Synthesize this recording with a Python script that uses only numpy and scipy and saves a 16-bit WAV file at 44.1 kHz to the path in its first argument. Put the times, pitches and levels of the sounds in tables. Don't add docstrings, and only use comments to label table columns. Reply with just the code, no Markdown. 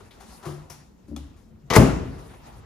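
import sys
import numpy as np
from scipy import signal
from scipy.fft import rfft, irfft, next_fast_len
from scipy.io import wavfile

SR = 44100
rng = np.random.default_rng(int(sys.argv[2]) if len(sys.argv) > 2 else 0)


def store_pcm(level_fs):
    pcm = np.round(np.clip(level_fs, -1, 1) * 32767).astype(np.int16)
    wavfile.write(sys.argv[1], SR, np.atleast_2d(pcm).T)


def gain_from_db(level_db):
    decades = np.asarray(level_db, float) / 20
    return 10 ** decades


N = 116865

# (pitch [Hz], time to fall 60 dB [s])
ROOM_T60 = [(60, 0.77), (250, 0.74), (1000, 0.64), (4000, 0.62), (8000, 0.5), (14000, 0.14)]
# (pitch [Hz], level [dB per Hz])
CLOTH_TONE = [(76, -4), (130, -4), (307, -20.5), (391, -0.5), (432, -20.5), (756, -13), (2830, -29.5),
              (10200, -34), (15500, -50)]


def at_hz(points, hz):
    p = np.array(points)
    return np.interp(np.log(np.maximum(hz, 1)), np.log(p[:, 0]), p[:, 1])


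def rms_one(x):
    return x / np.sqrt(np.mean(x ** 2))


def low_cut(x, hz, order=2):
    return signal.sosfilt(signal.butter(order, hz, "high", fs=SR, output="sos"), x)


def drift(rate):
    r = np.exp(-80 * np.pi * rate / SR)
    noise = rng.standard_normal(N // 40 + 2002)
    slow = signal.lfilter([1], [1, -2 * r, r * r], noise)[2000:]
    return np.interp(np.arange(N) / 40, np.arange(len(slow)), rms_one(slow))


def colour(x, spectrum):
    gain = gain_from_db(np.maximum(at_hz(spectrum, np.fft.rfftfreq(4096, 1 / SR)), -70))
    cep = irfft(np.log(rms_one(gain)))
    cep[1:2048] *= 2
    cep[2049:] = 0
    return signal.fftconvolve(x, irfft(np.exp(rfft(cep))))[:N]


def bands(length, gain_for):
    out, edges = 0, 22 * 2 ** np.arange(0, 10, .5)
    white = rng.standard_normal((2, 2, length + SR // 4))
    for k, (low, high) in enumerate(zip(edges, edges[1:])):
        band_filter = signal.butter(2, [low, high], "band", fs=SR, output="sos")
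        pair = signal.sosfilt(band_filter, white[k % 2])
        out = out + pair[:, SR // 4:] * gain_for(np.sqrt(low * high))
    return out


def rattle(events, spectrum, attack_s):
    out, t = np.zeros(N), np.arange(SR // 5) / SR
    hz = np.fft.rfftfreq(len(t), 1 / SR)
    for s, db, tilt, length in events:
        clicks = rng.standard_normal(len(t)) * gain_from_db(1.5 * rng.exponential(1, len(t))) * .36
        burst = clicks * np.exp(-t / max(length, .001)) * np.minimum(t / attack_s, 1)
        brightness = gain_from_db(tilt * np.log2(np.maximum(hz, 300) / 3000))
        burst = irfft(rfft(burst) * brightness, len(t))
        i = int(s * SR)
        out[i:i + len(t)] += gain_from_db(db) * burst[:N - i]
    return colour(out, spectrum)


def struck(blows, modes, soft_hz, turn):
    out, chance = np.zeros(N), rng.normal(0, 1, (len(blows), len(modes)))
    s, db = np.transpose(blows)
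    for k, (hz, level_db, t60) in enumerate(modes):
        clicks = np.full(N, 1e-18)
        clicks[(s * SR).astype(int)] = gain_from_db(db + level_db + 2.25 * chance[:, k]) * turn ** k
        r, w = gain_from_db(-60 / (t60 * SR)), 2 * np.pi * hz / SR
        out += signal.lfilter([0, np.sin(w)], [1, -2 * r * np.cos(w), r * r], clicks)
    return signal.sosfilt(signal.butter(2, soft_hz, fs=SR, output="sos"), out)


def door_slam():
    # (time [s], level [dB])
    box_hits = [
        (1.708, -23.5),
        (1.7655, -23.5),
        (1.7755, -14),
        (1.7845, -1.5),
        (1.7995, -11.5),
        (1.8165, -16.5),
        (1.865, -23),
    ]
    # (pitch [Hz], level [dB], time to fall 60 dB [s])
    box = [(59.7, -29, 0.66), (94, -14.5, 0.095), (124.7, -4.5, 0.1), (157, -9.5, 0.25), (210.2, -14, 0.22),
           (259.6, -12.5, 0.27), (314, -12, 0.2), (392, -25, 1), (444, -5.5, 0.098), (481.4, -17.5, .3),
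           (546.5, -10.5, 0.2), (654, -3, 0.032), (816, -21, 0.2), (1060, -11, 0.22)]
    # (time [s], level [dB])
    panel_hits = [
        (1.7655, -2.5),
        (1.771, -9.5),
        (1.777, -18),
        (1.801, -19.5),
        (1.824, -19.5),
    ]
    # (pitch [Hz], level [dB], time to fall 60 dB [s])
    panel = [(241, -1, 0.017), (327, -5.5, 0.055), (444.3, -0.5, 0.09), (631.5, -8, 0.19), (870, -1, 0.034),
             (1164, 4.5, 0.019), (2074, -5, 0.041)]
    # (time [s], level [dB])
    frame_hits = [
        (1.8175, -17.5),
        (1.8235, -15.5),
        (1.836, -14.5),
        (1.877, -23.5),
        (1.886, -29),
        (2.012, -49),
    ]
    # (pitch [Hz], level [dB], time to fall 60 dB [s])
    frame = [(226, -4.5, 0.057), (258, -9.5, 0.107), (264, 4, 0.115), (282.5, -22, .1), (393, 0, 0.2),
             (590, -12, .1), (626, -14, 0.061)]
    slam = struck(box_hits, box, 1350, 0.89) + struck(panel_hits, panel, 2200, 0.87)
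    return slam + struck(frame_hits, frame, 1600, 0.7)


def hook_judder():
    # (time [s], level [dB])
    jerks = [
        (1.7035, -25.5),
        (1.707, -31),
        (1.711, -21),
        (1.716, -27),
        (1.7215, -41),
        (1.7265, -20.5),
        (1.732, -40),
        (1.741, -33.5),
        (1.749, -28.5),
    ]
    # (pitch [Hz], level [dB], time to fall 60 dB [s])
    plastic = [(233, -6.5, 0.056), (360, -14, 0.087), (458, -3, 0.048), (499, -3, 0.12), (685, -2, 0.044),
               (899, -1.5, 0.038), (1128, 0.5, .05), (2013, -3.5, 0.027), (2283, -6.5, 0.056)]
    return struck(jerks, plastic, 2000, -0.99)


def latch_clicks():
    # (time [s], peak level [dB], tilt [dB per octave], rattle length [s])
    hook = [
        (1.7012, -19, 0.75, 0.025),
    ]
    # (pitch [Hz], level [dB per Hz])
    hook_tone = [(200, -1.5), (900, -4.5), (2200, -2.5), (6300, -8), (7500, -17.5), (16000, -30)]
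    # (time [s], peak level [dB], tilt [dB per octave], rattle length [s])
    latch = [
        (1.7355, -12, -1, 0.009),
        (1.743, -18.5, -2, 0.016),
        (1.7525, -9, -2, 0.0074),
        (1.7565, -10, 1.5, 0.0044),
        (1.7612, -3, 1.5, 0.0072),
    ]
    # (pitch [Hz], level [dB per Hz])
    latch_tone = [(180, -23), (350, 1), (1000, 1), (1500, -5), (2100, -2), (3000, -12.5), (4500, -9),
                  (7000, -12), (16000, -24.5)]
    return rattle(hook, hook_tone, 0.00039) + rattle(latch, latch_tone, 0.00035)


def low_swells():
    # (start [s], length [s], pitch [Hz], level [dB])
    swings = [
        (.28, .09, 55, -46),
        (1.09, .2, 70, -39.5),
        (1.63, .07, 140, -43),
        (1.44, .24, 222, -57),
        (1.87, .14, 58, -29),
        (2.005, .17, 265, -43),
        (2.12, .22, 385, -56),
    ]
    t, out = np.arange(N) / SR, 0
    for s, length, hz, db in swings:
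        swell = np.clip(np.minimum((t - s) / 0.018, (s + length - t) / 0.065), 0, 1)
        out = out + gain_from_db(db) * np.sin(2 * np.pi * hz * (t - s)) * swell
    return out


def set_down():
    # (time [s], level [dB])
    landings = [
        (.4555, -41),
        (.461, -35.5),
        (.478, -43),
        (.488, -39),
        (.509, -46.5),
        (.7, -51),
    ]
    # (pitch [Hz], level [dB], time to fall 60 dB [s])
    plate = [(81, -3, 0.17), (146.5, 0, 0.27), (167, -2.5, 0.14), (224, -14, 0.15), (325, -5.5, 0.13),
             (365.7, 0.5, 0.15), (513, -12.5, 0.088), (654, -6, 0.059), (760, -15, 0.05),
             (1004, -7.5, 0.058), (1190, -5, 0.039)]
    return struck(landings, plate, 1400, -1.044)


def container_drag():
    # (time [s], level [dB])
    ridges = [
        (.195, -65),
        (.207, -53),
        (.225, -53),
        (.243, -59),
        (.305, -54),
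        (.322, -56),
        (.338, -54),
        (.432, -53),
        (.442, -46),
    ]
    # (pitch [Hz], level [dB], time to fall 60 dB [s])
    base = [(720, -7, 0.078), (774, 2, .07), (836, -4, 0.053), (960, -2, 0.083), (1123, -5, 0.069),
            (1350, -4, 0.065)]
    return struck(ridges, base, 1400, -1.07)


def lid():
    # (time [s], peak level [dB], tilt [dB per octave], rattle length [s])
    tick = [
        (0.6989, -32.5, 3.5, 0.028),
    ]
    # (pitch [Hz], level [dB per Hz])
    tick_tone = [(400, -6), (800, 13), (1200, 0.5), (2200, -5.5), (4300, -17.5), (5700, -4), (7000, -14.5),
                 (10500, -14.5), (16000, -32)]
    # (pitch [Hz], level [dB], time to fall 60 dB [s])
    lid_modes = [(867, -9, .3), (1523, -12, .3), (2300, -12, .06), (3400, -10, .12), (5300, -6, .25),
                 (5620, -1, .3), (5820, 0, .35), (6150, -6, .25)]
    ringing = struck([(tick[0][0] + 0.0025, -48.5)], lid_modes, 14000, -0.81)
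    return rattle(tick, tick_tone, 0.00084), ringing


def door_grip():
    # (time [s], level [dB])
    fingers = [
        (1.083, -48.5),
        (1.114, -38.5),
        (1.131, -41.5),
        (1.165, -43),
    ]
    # (pitch [Hz], level [dB], time to fall 60 dB [s])
    door = [(150.7, -9.5, 0.64), (222.8, 0, 0.22), (266, 0.5, 0.12), (296, 2.5, 0.052), (400, -14.5, 0.08),
            (559, -18.5, 0.11)]
    return struck(fingers, door, 1200, -1.273)


def finger_ring():
    # (time [s], peak level [dB], tilt [dB per octave], rattle length [s])
    ticks = [
        (1.1633, -31, 0.33, 0.0037),
        (1.174, -41, -0.99, 0.0073),
    ]
    # (pitch [Hz], level [dB per Hz])
    ring_tone = [(400, -28), (800, 9.5), (1400, -12), (2300, -5), (3500, -14), (5000, -8), (9000, -11),
                 (16000, -26)]
    # (pitch [Hz], level [dB], time to fall 60 dB [s])
    ring_modes = [(1310, -2, 0.039), (2490, -4, .03), (3430, 3, 0.031), (4320, -6.5, 0.037),
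                  (5500, -13, 0.025), (6100, -3, .025), (7680, -4, .02)]
    return rattle(ticks, ring_tone, 0.00018) + struck([(ticks[0][0], -45)], ring_modes, 8000, -1.06)


def tap_and_scuffs():
    # (time [s], peak level [dB], tilt [dB per octave], rattle length [s])
    tap = [
        (.107, -43, .1, 0.019),
    ]
    # (pitch [Hz], level [dB per Hz])
    tap_tone = [(1500, -5.5), (2600, -6.5), (3500, -0.5), (4800, -11), (5500, -17), (16000, -27)]
    # (time [s], peak level [dB], tilt [dB per octave], rattle length [s])
    scuffs = [
        (.001, -30.5, -3, 0.0071),
        (.198, -34, 1, 0.036),
        (.425, -31.5, -0.5, 0.023),
        (.448, -27, 0.64, 0.056),
        (1.075, -45.5, 2, 0.026),
        (1.36, -47.5, 1.1, 0.064),
        (2.178, -39.5, 1, 0.037),
        (2.331, -34.5, -2, 0.013),
    ]
    return rattle(tap, tap_tone, 0.0033) + low_cut(rattle(scuffs, CLOTH_TONE, 0.011), 450)


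def clothes():
    # (time [s], level [dB], brightness [dB per octave])
    moving = [
        [(0.0, -54.5, -0.7), (0.11, -60.5, -0.6), (0.33, -49.5, 2.5), (0.604, -58.5, -2), (0.846, -63.5, 0.5),
         (0.92, -68.5, -1.5), (1.142, -69.5, -2.5), (1.28, -62.5, -2), (1.438, -74, -4), (1.66, -69, -3)],
    ]
    # (time [s], level [dB], brightness [dB per octave])
    leaving = [
        (2.0, -51.5, -3),
        (2.2, -52.5, -1),
        (2.33, -52, -0.1),
        (2.4, -54, -0.72),
        (2.47, -48, 0.5),
        (2.65, -59.5, -2.5),
    ]
    s, *columns = np.transpose([*np.reshape(moving, (-1, 3)), *leaving])
    db, bright = [np.interp(np.arange(N) / SR, s, c) for c in columns]
    together = 1.2 * drift(8)

    def rubbing(hz):
        wander = together + 2.84 * drift(10)
        return gain_from_db(at_hz(CLOTH_TONE, hz) + 24.0 + db + bright * np.log2(hz / 3000) + wander)
    return bands(N, rubbing)


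def kitchen_hum():
    # (pitch [Hz], level [dB per Hz])
    hum_tone = [(25, 11.5), (59, 1), (148, -17), (221, 1), (349, -9), (945, -36), (1500, -34),
                (7000, -34.5), (16000, -81)]
    hum = rms_one(bands(N, lambda hz: gain_from_db(at_hz(hum_tone, hz) + 2.5 * drift(15))))
    hiss = low_cut(rng.standard_normal((2, N)), 12000)
    return gain_from_db(-55.5) * hum + gain_from_db(-78) * hiss


def room_echo():
    t, onset_s = np.arange(SR) / SR, 0.00029
    tail = bands(SR, lambda hz: gain_from_db(-60 * t / at_hz(ROOM_T60, hz))) * np.minimum(t / onset_s, 1)
    return tail / np.sqrt(np.sum(tail[0] ** 2))


def diffuse(x):
    def stored(hz):
        edges = [hz * 2 ** -.25, hz * 2 ** .25]
        band = signal.sosfilt(signal.butter(2, edges, "band", fs=SR, output="sos"), x + 1e-18)
        keep = gain_from_db(-120 / (at_hz(ROOM_T60, hz) * SR))
        return np.sqrt(signal.lfilter([1 - keep], [1, -keep], band ** 2) * SR / (.7 * hz))
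    return bands(N, stored)


def microphones(pair):
    # (pitch [Hz], likeness [0 to 1])
    likeness = [(100, 0.88), (350, 0.5), (900, 0.073), (2400, 0.44), (6000, 0.18), (8000, 0.66),
                (11500, 0.37), (16000, 1)]
    # (pitch [Hz], level difference [dB])
    left_db = [(60, 0.5), (350, 4), (850, -1.5), (1300, 3.5), (2500, 1.5), (6000, 4.5), (9500, 0)]
    # (pitch [Hz], lead [radians])
    lead = [(100, 0), (2800, .9), (5000, .4), (6800, 1.1), (8100, 2.7), (10800, 0), (13000, 0),
            (16000, -2.5)]
    size = next_fast_len(N + 4096)
    hz = np.fft.rfftfreq(size, 1 / SR)
    mid, side = rfft(pair, size)
    alike = np.clip(at_hz(likeness, hz), 0, 1)
    turn = gain_from_db(at_hz(left_db, hz) / 2) * np.exp(.5j * at_hz(lead, hz))
    common, apart = np.sqrt((1 + alike) / 2) * mid, np.sqrt((1 - alike) / 2) * side
    return irfft([(common + apart) * turn, (common - apart) / turn], size)[:, :N]


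def scene():
    slam = door_slam() + hook_judder()
    lid_tick, lid_ringing = lid()
    sharp = latch_clicks() + lid_tick + tap_and_scuffs()
    dull = set_down() + door_grip() + lid_ringing
    ring = finger_ring()
    echo = gain_from_db(-9) * signal.fftconvolve([dull], room_echo(), axes=1)[:, :N]
    echo = echo + diffuse(gain_from_db(-5.5) * sharp + gain_from_db(-5) * ring + gain_from_db(-9) * slam)
    direct = sharp + slam + dull + container_drag() + ring + low_swells()
    return microphones(echo + clothes() + kitchen_hum() + direct * [[1], [.45]])


def low_pass(x):
    return signal.sosfilt(signal.butter(12, 15660, fs=SR, output="sos"), x)


def record(dry):
    x = low_cut(dry * gain_from_db(4), 48, order=4)
    x = signal.sosfilt(signal.cheby2(12, 60, 16600, fs=SR, output="sos"), x)
    overloaded = np.tanh(x / 1.696) * 1.613
    return low_pass(np.clip(overloaded, -1, 1))


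dry = scene()
out = record(dry)
store_pcm(out)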